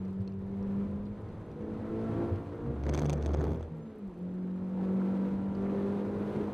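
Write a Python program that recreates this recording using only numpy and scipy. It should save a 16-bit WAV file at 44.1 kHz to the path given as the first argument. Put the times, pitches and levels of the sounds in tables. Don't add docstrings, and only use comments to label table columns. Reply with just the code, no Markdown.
import sys
import numpy as np
from scipy import signal
from scipy.io import wavfile
from scipy.ndimage import uniform_filter1d

SR = 44100
rng = np.random.default_rng(int(sys.argv[2]) if len(sys.argv) > 2 else 0)


def wav_record(signal):
    frames = np.transpose(np.atleast_2d(signal))
    bounded = np.clip(frames, -1, 1)
    quanta = np.round(bounded * 32767).astype(np.int16)
    wavfile.write(sys.argv[1], SR, quanta)


def amplitude_ratio(level_db):
    exponent = np.asarray(level_db, float) / 20
    return 10 ** exponent


N = 287973
T = np.arange(N) / SR


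def evened(x):
    return x / np.sqrt(np.mean(x ** 2) + 1e-20)


def read(points, hz):
    point_hz, value = np.transpose(points)
    return np.interp(np.log(hz + 1), np.log(point_hz + 1), value)


def columns(rows):
    time_s, *values = np.transpose(rows)
    return [np.interp(T, time_s, value) for value in values]


def add(mix, start_s, sound):
    part = mix[round(start_s * SR):][:len(sound)]
    part += sound[:len(part)]


def span(start_s, end_s, fade_s):
    return np.clip(np.minimum(T - start_s, end_s - T) / fade_s + 0.5, 0, 1)


def drift(top_hz):
    knots = rng.standard_normal(800)
    return np.interp(T * 2 * top_hz, np.arange(800), knots) * np.sqrt(3 / 2)


def noise(shape_db, size, patchy_db):
    hz = np.fft.rfftfreq(size, 1 / SR)
    real, imag, patches = rng.standard_normal((4 * N // size + 5, len(hz), 3)).T
    patches = uniform_filter1d(patches, size=9, axis=0)
    patches = evened(uniform_filter1d(patches, size=7, axis=1))
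    spectra = (real + 1j * imag) * amplitude_ratio(shape_db(hz)[:, None] + patchy_db * patches)
    return evened(signal.istft(spectra, nperseg=size, noverlap=3 * size // 4)[1][:N])


def tone(turns, rms_db, waver_db, waver_hz, slip_turns):
    level = np.sqrt(2) * amplitude_ratio(rms_db + waver_db * drift(waver_hz))
    return level * np.cos(2 * np.pi * (turns + slip_turns * drift(waver_hz)))


def ring(modes, t):
    out = 0
    for hz, db, t60_s in modes:
        out = out + amplitude_ratio(db - 60 * t / t60_s) * np.sin(2 * np.pi * hz * t)
    return out * np.tanh(t / 0.00022) ** 2


# pitch_hz, width_hz, gain_db
CABIN_MODES = [(110, 14, 0), (226, 13, -3), (305, 19, -3.5), (323, 49, -1.5), (417, 52, -6),
               (494, 32, -1.5), (676, 8.9, -7), (980, 53, -11), (1340, 49, -6)]


def cabin_db(hz, valley_db):
    power = amplitude_ratio(2 * valley_db)
    for mode_hz, width_hz, db in CABIN_MODES:
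        power = power + amplitude_ratio(2 * db) / (1 + (2 * (hz - mode_hz) / width_hz) ** 2)
    return 10 * np.log10(power)


# pitch_hz, relative_db_per_hz
RASP_SPECTRUM = [(500, -42.5), (800, -11), (970, 2.5), (1350, 4.5), (1750, -6.5), (2600, -18.5),
                 (5000, -57.5)]


def intake_rasp(firing):
    puffs = (1 + firing) ** 2 * amplitude_ratio(1.3 * drift(50))
    return evened(puffs * noise(lambda hz: read(RASP_SPECTRUM, hz), size=1024, patchy_db=3.0))


# time_s, shaft_hz, firing_db, third_db, fourth_db
ENGINE_CURVE = [(0.0, 94.76, -36.5, -58, -54), (0.35, 97, -39.5, -62.5, -51), (0.8, 99.2, -33, -54.5, -48),
                (1.1, 102.4, -40.5, -67, -56), (1.3, 105.6, -57, -56, -61), (1.55, 106.4, -52, -55, -57),
                (1.68, 108.6, -42, -42, -47), (1.8, 108.4, -43.5, -57, -57), (1.93, 110.6, -40, -39, -41.5),
                (2.05, 111.5, -37, -47, -39), (2.2, 113.3, -48, -37, -61), (2.3, 113.4, -39.5, -40, -44),
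                (2.45, 116.1, -71, -53, -59), (2.7, 117, -39.5, -51, -38.5), (2.9, 118.6, -62, -53, -79),
                (3.55, 120.5, -55, -61, -47), (3.68, 117.4, -51, -58, -50.5),
                (3.76, 114.1, -52.5, -63, -57), (3.87, 110.8, -46.5, -58, -52),
                (3.96, 106.5, -59.5, -67, -43), (4.04, 101.1, -43, -70, -57), (4.09, 91.6, -36.5, -61, -49),
                (4.15, 85, -52, -77, -48), (4.22, 90.15, -36.5, -53, -53.5),
                (4.3, 90.96, -37.5, -51.5, -51), (4.7, 93.16, -36.5, -55.5, -52.5),
                (4.9, 94.45, -29.5, -48, -43.5), (5.25, 96.47, -31.5, -50.5, -57.5),
                (5.45, 97.34, -34.5, -48, -62), (5.6, 97.74, -35.5, -46.5, -41.5),
                (5.87, 99.76, -33.5, -52, -38), (6.15, 101.3, -37, -50, -44.5),
                (6.42, 103.8, -37.5, -42.5, -38.5), (6.53, 102.4, -44.5, -59, -53)]
# time_s, effort_db, shaft_db, fifth_db, tenth_db
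EFFORT_CURVE = [(0, -67, -53, -70.5, -81), (.4, -64, -56, -59, -71), (.76, -56.5, -50, -53.5, -66),
                (1.1, -58.5, -51, -55.5, -67), (1.3, -58, -52, -66, -69), (1.55, -58.5, -58, -70, -71),
                (2.2, -47, -44, -58, -64), (2.45, -53.5, -57, -66, -68), (2.75, -55, -50, -69, -67),
                (3.6, -64, -58, -61, -79), (4.2, -63, -66.5, -66.5, -80.5),
                (4.65, -57.5, -60.5, -68.5, -69), (4.85, -50, -56.5, -52, -61.5),
                (5.28, -50, -58, -48, -60.5), (5.45, -52.5, -57, -61, -59.5),
                (5.8, -45.5, -50.5, -48, -61.5), (6.1, -50, -46.5, -48, -62),
                (6.35, -46.5, -57, -56, -59.5), (6.53, -50, -55, -62, -62)]
# time_s, order_2_5_db, order_4_5_db
HALF_ORDERS = [(0, -71, -62.5), (.6, -59, -64.5), (1.1, -59, -60), (1.5, -62, -56.5), (1.62, -56, -48.5),
               (1.9, -51, -48), (2.2, -41, -49), (2.4, -46, -56), (2.75, -46, -64), (3.4, -51.5, -56),
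               (3.8, -59.5, -63), (4.2, -53.5, -65), (4.6, -48, -62.5), (4.95, -43, -54.5),
               (5.4, -49.5, -54.5), (5.8, -48, -53), (6.15, -52, -49), (6.53, -53, -50)]
# shaft_multiple, relative_db
SMALL_ORDERS = [(1.5, -4.5), (3.5, 1.5), (5.5, 0.5), (6.5, -4.5), (7, -2.5), (7.5, -6), (8, -3), (8.5, -6),
                (9, -8), (9.5, -4), (11, -15), (12, -8), (14, -10.5), (16, -20.5), (18, -16.5), (20, -24)]


def engine():
    shaft_hz, firing_db, third_db, fourth_db = columns(ENGINE_CURVE)
    effort_db, shaft_db, fifth_db, tenth_db = columns(EFFORT_CURVE)
    half_low_db, half_high_db = columns(HALF_ORDERS)
    turns = np.cumsum(shaft_hz) / SR
    panel_db = 5.5 / (1 + (2 * (shaft_hz - 112.3) / 2.9) ** 2)
    sixth_db = effort_db + panel_db - 6.5
    falling_hz_per_s = -uniform_filter1d(np.gradient(shaft_hz) * SR, size=4000)
    blur = 1 + np.clip(falling_hz_per_s / 26, 0, 2.5)

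    out = tone(2 * turns, firing_db, waver_db=0.9 * blur ** 1.4, waver_hz=15, slip_turns=0.011 * blur ** 1.6)
    out += tone(4 * turns, fourth_db - 2 * blur + 1, waver_db=1.5, waver_hz=14, slip_turns=0.035 * blur)
    out += tone(turns, shaft_db, waver_db=2.6, waver_hz=12, slip_turns=0.08)
    middle_orders = [(2.5, half_low_db), (3, third_db), (4.5, half_high_db),
                     (5, fifth_db), (6, sixth_db), (10, tenth_db)]
    for order, db in middle_orders:
        out += tone(order * turns + rng.random(), db - 0.75 * blur,
                    waver_db=1.5, waver_hz=12, slip_turns=0.03 * blur)
    for order, db in SMALL_ORDERS:
        level_db = effort_db + db + cabin_db(order * shaft_hz, valley_db=-11.0)
        out += tone(order * turns + rng.random(), level_db,
                    waver_db=2.1, waver_hz=8, slip_turns=(0.022 + 0.0025 * order) * blur)
    firing = np.cos(4 * np.pi * turns)
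    return out + amplitude_ratio(effort_db - 11.5) * intake_rasp(firing), firing


# time_s, ribs_hz, hum_db, second_harmonic_db
KERB_CURVE = [(2.58, 61.6, -76, -70), (2.678, 68.27, -41, -33), (2.76, 69.26, -40.5, -54),
              (2.892, 72.52, -30.5, -33.5), (3.006, 73.69, -36, -34), (3.124, 73.34, -38, -30.5),
              (3.282, 74.05, -31.5, -52), (3.396, 74.3, -30.5, -37.5), (3.5, 74.9, -34, -42),
              (3.58, 80.4, -39, -50), (3.666, 79.7, -44.5, -69), (3.72, 79.7, -57, -41),
              (3.84, 78.4, -65, -47.5), (3.93, 81.6, -74.5, -72)]


def kerb_hum():
    ribs_hz, hum_db, second_db = columns(KERB_CURVE)
    start_s, end_s = KERB_CURVE[0][0], KERB_CURVE[-1][0]
    turns = np.cumsum(ribs_hz * (T > start_s)) / SR
    out = -tone(turns, hum_db, waver_db=0.7, waver_hz=12, slip_turns=0.012)
    out -= tone(2 * turns, second_db, waver_db=1.5, waver_hz=12, slip_turns=0.028)
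    jolt_db = hum_db - 14 + 4 * drift(35)
    for k in range(3, 11):
        out -= tone(k * turns, jolt_db - 1.7 * k, waver_db=1.0, waver_hz=20, slip_turns=0.17)
    return out * span(start_s, end_s, fade_s=0.045), turns


# pitch_hz, relative_db, t60_s
SHELL_MODES = [(4100, -11.5, 0.0053), (5900, -14, 0.004), (6310, 1.5, 0.0062), (8430, -4, 0.003)]
BASE_MODES = [(680, 6, 0.0053), (940, 7.5, 0.0028), (1360, -12, 0.0059), (1710, -26, 0.0033)]
MOUNT_MODES = [(2356, -3.5, 0.0082), (2730, 6.5, 0.0033), (3336, 5, 0.0039), (4050, 0.5, 0.0023)]
THIN_MODES = [(9200, -1, .002), (11400, -1, 0.0035), (11900, 5, .0025), (13700, 5, .0025), (14700, 4, .002)]


def knock(ring_db, low_db, clack_db, snap_db):
    t = T[:700]
    scrape = rng.standard_normal((4, len(t))) + 5 * (t == 0)
    contact = scrape * (amplitude_ratio(-60 * t / 0.0045) + 0.06 * amplitude_ratio(-60 * t / 0.018))
    u = t / (0.0003 * rng.uniform(0.8, 1.5))
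    out = -amplitude_ratio(low_db) * u ** 3 * (4 - u) * np.exp(-u) / 2
    parts = (SHELL_MODES, BASE_MODES, MOUNT_MODES, THIN_MODES)
    peaks_db = (ring_db, low_db - 5.0, clack_db, snap_db)
    for touch, modes, peak_db in zip(contact, parts, peaks_db):
        part = np.convolve(touch, ring(modes, t * rng.uniform(0.95, 1.025)))[:len(t)]
        out += amplitude_ratio(peak_db) * part / abs(part).max()
    burst = rng.standard_normal(len(t)) * amplitude_ratio(-60 * t / 0.0089)
    crack = signal.lfilter(*signal.butter(3, [1200, 9500], "bandpass", fs=SR), burst)
    return out + amplitude_ratio(ring_db - 13) * crack


# time_s, gain_db
LOOSENESS = [(2.78, -29), (2.85, 1.5), (2.97, 5), (3.13, -1), (3.2, -2), (3.42, 2), (3.55, -2.5),
             (3.66, -19), (3.72, -40)]
# start_s, ring_db, low_db, snap_db
HARD_KNOCKS = [(2.837, -51, -31, -72), (2.853, -58, -48, -71), (2.866, -52, -28, -72),
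               (2.892, -41, -27.5, -62.5), (2.896, -39.5, -26, -62.5), (2.9353, -47, -25.5, -71),
               (2.939, -36, -37, -52.5), (2.947, -35.5, -24, -56.5), (2.9518, -42, -28, -56.5),
               (2.9645, -55, -34, -65), (2.9652, -58, -45, -71), (2.9764, -36.5, -27, -55.5),
               (2.982, -55, -45, -76), (2.9886, -42.5, -26, -60), (2.994, -35, -45, -58),
               (3.0043, -55, -35, -59.5), (3.0177, -44.5, -24, -59.5), (3.022, -48, -25, -55),
               (3.03, -52, -43, -63), (3.045, -52, -43, -71), (3.056, -44, -24, -68.5),
               (3.062, -41.5, -31, -62), (3.0966, -34, -26, -52), (3.1033, -40, -28, -57.5),
               (3.127, -47, -29, -60.5), (3.1311, -35.5, -38, -49.5), (3.137, -44, -26.5, -59),
               (3.1792, -57, -45, -69), (3.2212, -56, -48, -75), (3.226, -44.5, -41, -72.5),
               (3.2352, -56, -42, -69), (3.2487, -55, -43, -69), (3.2608, -39.5, -23.5, -67),
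               (3.2665, -45, -41, -70), (3.278, -60, -38, -67), (3.2896, -58, -48, -72),
               (3.317, -58, -40, -72), (3.3353, -47, -44, -65), (3.3414, -45, -24, -69),
               (3.347, -45.5, -22.5, -66), (3.3713, -55, -48, -71), (3.3975, -58, -38, -68),
               (3.409, -52, -30, -64), (3.415, -51, -28.5, -68), (3.4395, -60, -30, -53.5),
               (3.442, -48, -24, -66.5), (3.45, -56, -35, -64), (3.48, -64, -43, -65),
               (3.492, -60, -36, -62), (3.5054, -59, -41, -65), (3.5177, -60, -33, -63),
               (3.533, -57, -50, -62), (3.545, -67, -48, -63), (3.557, -67, -54, -78),
               (3.5966, -66, -48, -72), (3.608, -66, -33.5, -83), (3.6107, -63, -50, -78),
               (3.628, -55.5, -32.5, -82), (3.638, -63, -47, -78), (3.66, -77, -43, -84)]


def rattle(rib_turns):
    phase = rib_turns - 0.8
    loose = amplitude_ratio(columns(LOOSENESS)[0])
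    chance = 350 / SR * (1 + np.cos(2 * np.pi * phase)) ** 2
    chatter = amplitude_ratio(-72 + 4.5 * np.minimum(rng.exponential(1, N), 3)) * (rng.random(N) < chance)
    rib = np.diff(np.floor(phase + 0.05 * drift(40)), prepend=0) > 0
    firm = amplitude_ratio(-66 + 4 * rng.standard_normal(N)) * rib
    kind = rng.integers(0, 6, N)
    out = np.zeros(N)
    for k in range(6):
        small_knock = knock(ring_db=-11.0, low_db=22.0, clack_db=10, snap_db=-10.5)
        firm_knock = knock(ring_db=1.0, low_db=24.0, clack_db=2.5, snap_db=-18.5)
        out += signal.oaconvolve(loose * chatter * (kind == k), small_knock)[:N]
        out += signal.oaconvolve(loose * firm * (kind == k), firm_knock)[:N]
    for start_s, ring_db, low_db, snap_db in HARD_KNOCKS:
        clack_db = ring_db + 0.3 * (low_db - ring_db) + 1
        add(out, start_s, knock(ring_db, low_db, clack_db, snap_db))
    return out


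def gear_lever():
    out = np.zeros(N)
    add(out, 3.987, amplitude_ratio(-62.5) * ring(THIN_MODES, T[:700]))
    return out


# start_s, level_db, pitch_hz, t60_s
JOINT_THUMPS = [(0.195, -23, 101.2, 0.13), (.44, -39.5, 99.4, 0.22), (0.799, -38.5, 97, 0.16),
                (.99, -38, 50.07, 0.15), (2.03, -39, 54.8, 0.11), (2.315, -18, 96.84, 0.12),
                (4.07, -42, 48.2, 0.15), (4.08, -41, 105.6, .1), (5.34, -33, 59.6, 0.11),
                (5.83, -41, 98.75, 0.26), (6.349, -30.5, 110.5, 0.13)]


def thumps():
    out, t = np.zeros(N), T[:SR // 3]
    for start_s, db, hz, t60_s in JOINT_THUMPS:
        envelope = amplitude_ratio(db - 60 * t / t60_s) * (1 - np.exp(-t / 0.023))
        add(out, start_s, envelope * 2 * np.sin(2 * np.pi * hz * t))
    return out


# pitch_hz, relative_db_per_hz
WIND_SPECTRUM = [(6000, -39.5), (10000, -5.5), (13000, -1), (15000, -13.5), (16500, -51.5)]


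def wind(hiss_db):
    air = noise(lambda hz: read(WIND_SPECTRUM, hz), size=512, patchy_db=-1.5)
    return amplitude_ratio(1.6 * hiss_db + 4.0 + 3.2 * drift(8)) * air


# time_s, rumble_db, hiss_db
ROAD_CURVE = [(0.0, -47, -65), (0.38, -47.5, -69), (0.76, -43.5, -61.5), (0.95, -40.5, -65),
              (1.13, -48.5, -65), (1.55, -45.5, -65), (2.2, -43, -56.5), (2.45, -44.5, -62.5),
              (2.75, -48.5, -62.5), (3.2, -49, -64), (3.4, -39, -64.5), (3.64, -42, -65.5),
              (3.73, -60, -67.5), (4.2, -61, -67.5), (4.65, -56.5, -65.5), (4.85, -55, -60),
              (5.28, -52, -58.5), (5.45, -46, -62.5), (5.8, -52, -56.5), (6.1, -54, -58),
              (6.35, -44.5, -55), (6.53, -50, -58)]
# pitch_hz, relative_db_per_hz
SHUDDER_SPECTRUM = [(15, -24), (25, -4), (45, 1), (65, -5), (110, -42.5), (200, -87)]
RUMBLE_SPECTRUM = [(30, -51.5), (60, -18.5), (100, 1.5), (125, -13), (160, -4.5), (230, -28.5), (400, -86)]
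ROAR_SPECTRUM = [(71, -27.5), (120, -10), (140, -8.5), (190, -6.5), (221, -4), (248, -8), (401, -9.5),
                 (444, -10), (504, -10.5), (618, -18), (860, -22), (964, -24.5), (1120, -26), (2500, -42),
                 (3250, -74.5), (5500, -120)]
HISS_SPECTRUM = [(590, -28.5), (1000, -0.5), (1100, -11), (1350, -9), (1460, -12.5), (2220, -16.5),
                 (2760, -19), (4000, -23.5), (5590, -33), (6140, -30.5), (6810, -35.5), (8190, -35.5),
                 (12000, -41), (14600, -56), (15800, -59.5)]


def road(firing):
    rumble_db, hiss_db = columns(ROAD_CURVE)
    shudder_db = -59 + 0.68 * (rumble_db + 50)
    roar_db = -45 + (hiss_db + 62) + 7.5 * span(2.854, 3.6, fade_s=0.07)
    shudder = noise(lambda hz: read(SHUDDER_SPECTRUM, hz), size=4096, patchy_db=2.5)
    rumble = noise(lambda hz: read(RUMBLE_SPECTRUM, hz), size=4096, patchy_db=1.5)
    roar = noise(lambda hz: read(ROAR_SPECTRUM, hz) + 0.5 * cabin_db(hz, valley_db=-4.5),
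                 size=2048, patchy_db=1.8)
    hiss = noise(lambda hz: read(HISS_SPECTRUM, hz), size=512, patchy_db=-0.23)
    surge_db = drift(9.0)
    out = amplitude_ratio(shudder_db + 2.6 * surge_db) * shudder
    out += amplitude_ratio(rumble_db + 0.31 * surge_db) * rumble
    out += amplitude_ratio(roar_db + 0.9 * surge_db) * roar
    out += amplitude_ratio(hiss_db + firing + 0.93 * drift(40)) * hiss
    return out + wind(hiss_db)


# start_s, high_peak_db, low_peak_db
GRIT_TICKS = [(0.051, -63, -71), (.205, -67, -70), (0.276, -48.5, -58), (.321, -64, -68), (.627, -61, -68),
              (1.054, -66, -69), (1.288, -65, -73), (1.515, -65, -70), (1.622, -68, -67), (2.359, -60, -63),
              (5.5508, -56, -63)]
# pitch_hz, relative_db, t60_s
PANEL_HIGH_MODES = [(4800, -2.5, 0.018), (5180, -4, 0.015), (6000, -3.5, .012), (7400, -15, 0.011),
                    (9400, -18, .01)]
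PANEL_LOW_MODES = [(2990, 2, .025), (3420, -8, 0.026)]


def grit():
    out, t = np.zeros(N), T[:1500]
    for start_s, *peaks_db in GRIT_TICKS:
        for modes, peak_db in zip((PANEL_HIGH_MODES, PANEL_LOW_MODES), peaks_db):
            touch = (rng.standard_normal(len(t)) + 4 * (t == 0)) * amplitude_ratio(-60 * t / 0.0071)
            part = np.convolve(touch, ring(modes, t * rng.uniform(0.89, 1.03)))[:len(t)]
            add(out, start_s, amplitude_ratio(peak_db) * part / abs(part).max())
    return out


# start_s, level_db
TRIM_TICKS = [(0.082, -68.5), (0.1087, -73), (0.1294, -66), (0.2164, -65), (0.296, -70.5), (0.3376, -69),
              (0.393, -71), (0.4196, -70), (0.466, -68.5), (0.5731, -69.5), (3.7244, -76), (3.7506, -75),
              (3.8363, -70.5), (4.0783, -68), (4.1438, -69.5), (4.1904, -72), (4.2295, -70)]


def ticks():
    ticks_per_s = 25
    sizes = amplitude_ratio(-75 + 2 * np.minimum(rng.exponential(1, N), 2.5)) * (rng.random(N) < ticks_per_s / SR)
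    for start_s, db in TRIM_TICKS:
        sizes[round(start_s * SR)] = amplitude_ratio(db)
    burst = uniform_filter1d(sizes, size=40) * 40 * rng.standard_normal(N)
    return signal.lfilter(*signal.butter(2, [4000, 12500], "bandpass", fs=SR), burst)


def scene():
    motor, firing = engine()
    hum, rib_turns = kerb_hum()
    mix = motor + hum + rattle(rib_turns) + gear_lever()
    mix += thumps() + road(firing) + grit() + ticks()
    return np.tile(np.minimum(T / 0.004, 1) * mix, (2, 1))


# pitch_hz, relative_db_per_hz
SIDE_HISS_SPECTRUM = [(30, -21.5), (80, -11), (143, -8), (194, -8), (387, -5), (461, -5), (1800, -12.5),
                      (5070, -21), (12000, -28.5), (14000, -53)]


def side_hiss():
    hiss = noise(lambda hz: read(SIDE_HISS_SPECTRUM, hz), size=1024, patchy_db=7.0)
    hiss = amplitude_ratio(-75 + 2.9 * drift(30)) * hiss
    return np.array([hiss, -hiss])


def band_limit(x):
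    return signal.sosfilt(signal.butter(12, 15980, fs=SR, output="sos"), x)


def record(dry):
    mix = dry + side_hiss()
    return band_limit(mix)


dry = scene()
out = record(dry)
wav_record(out)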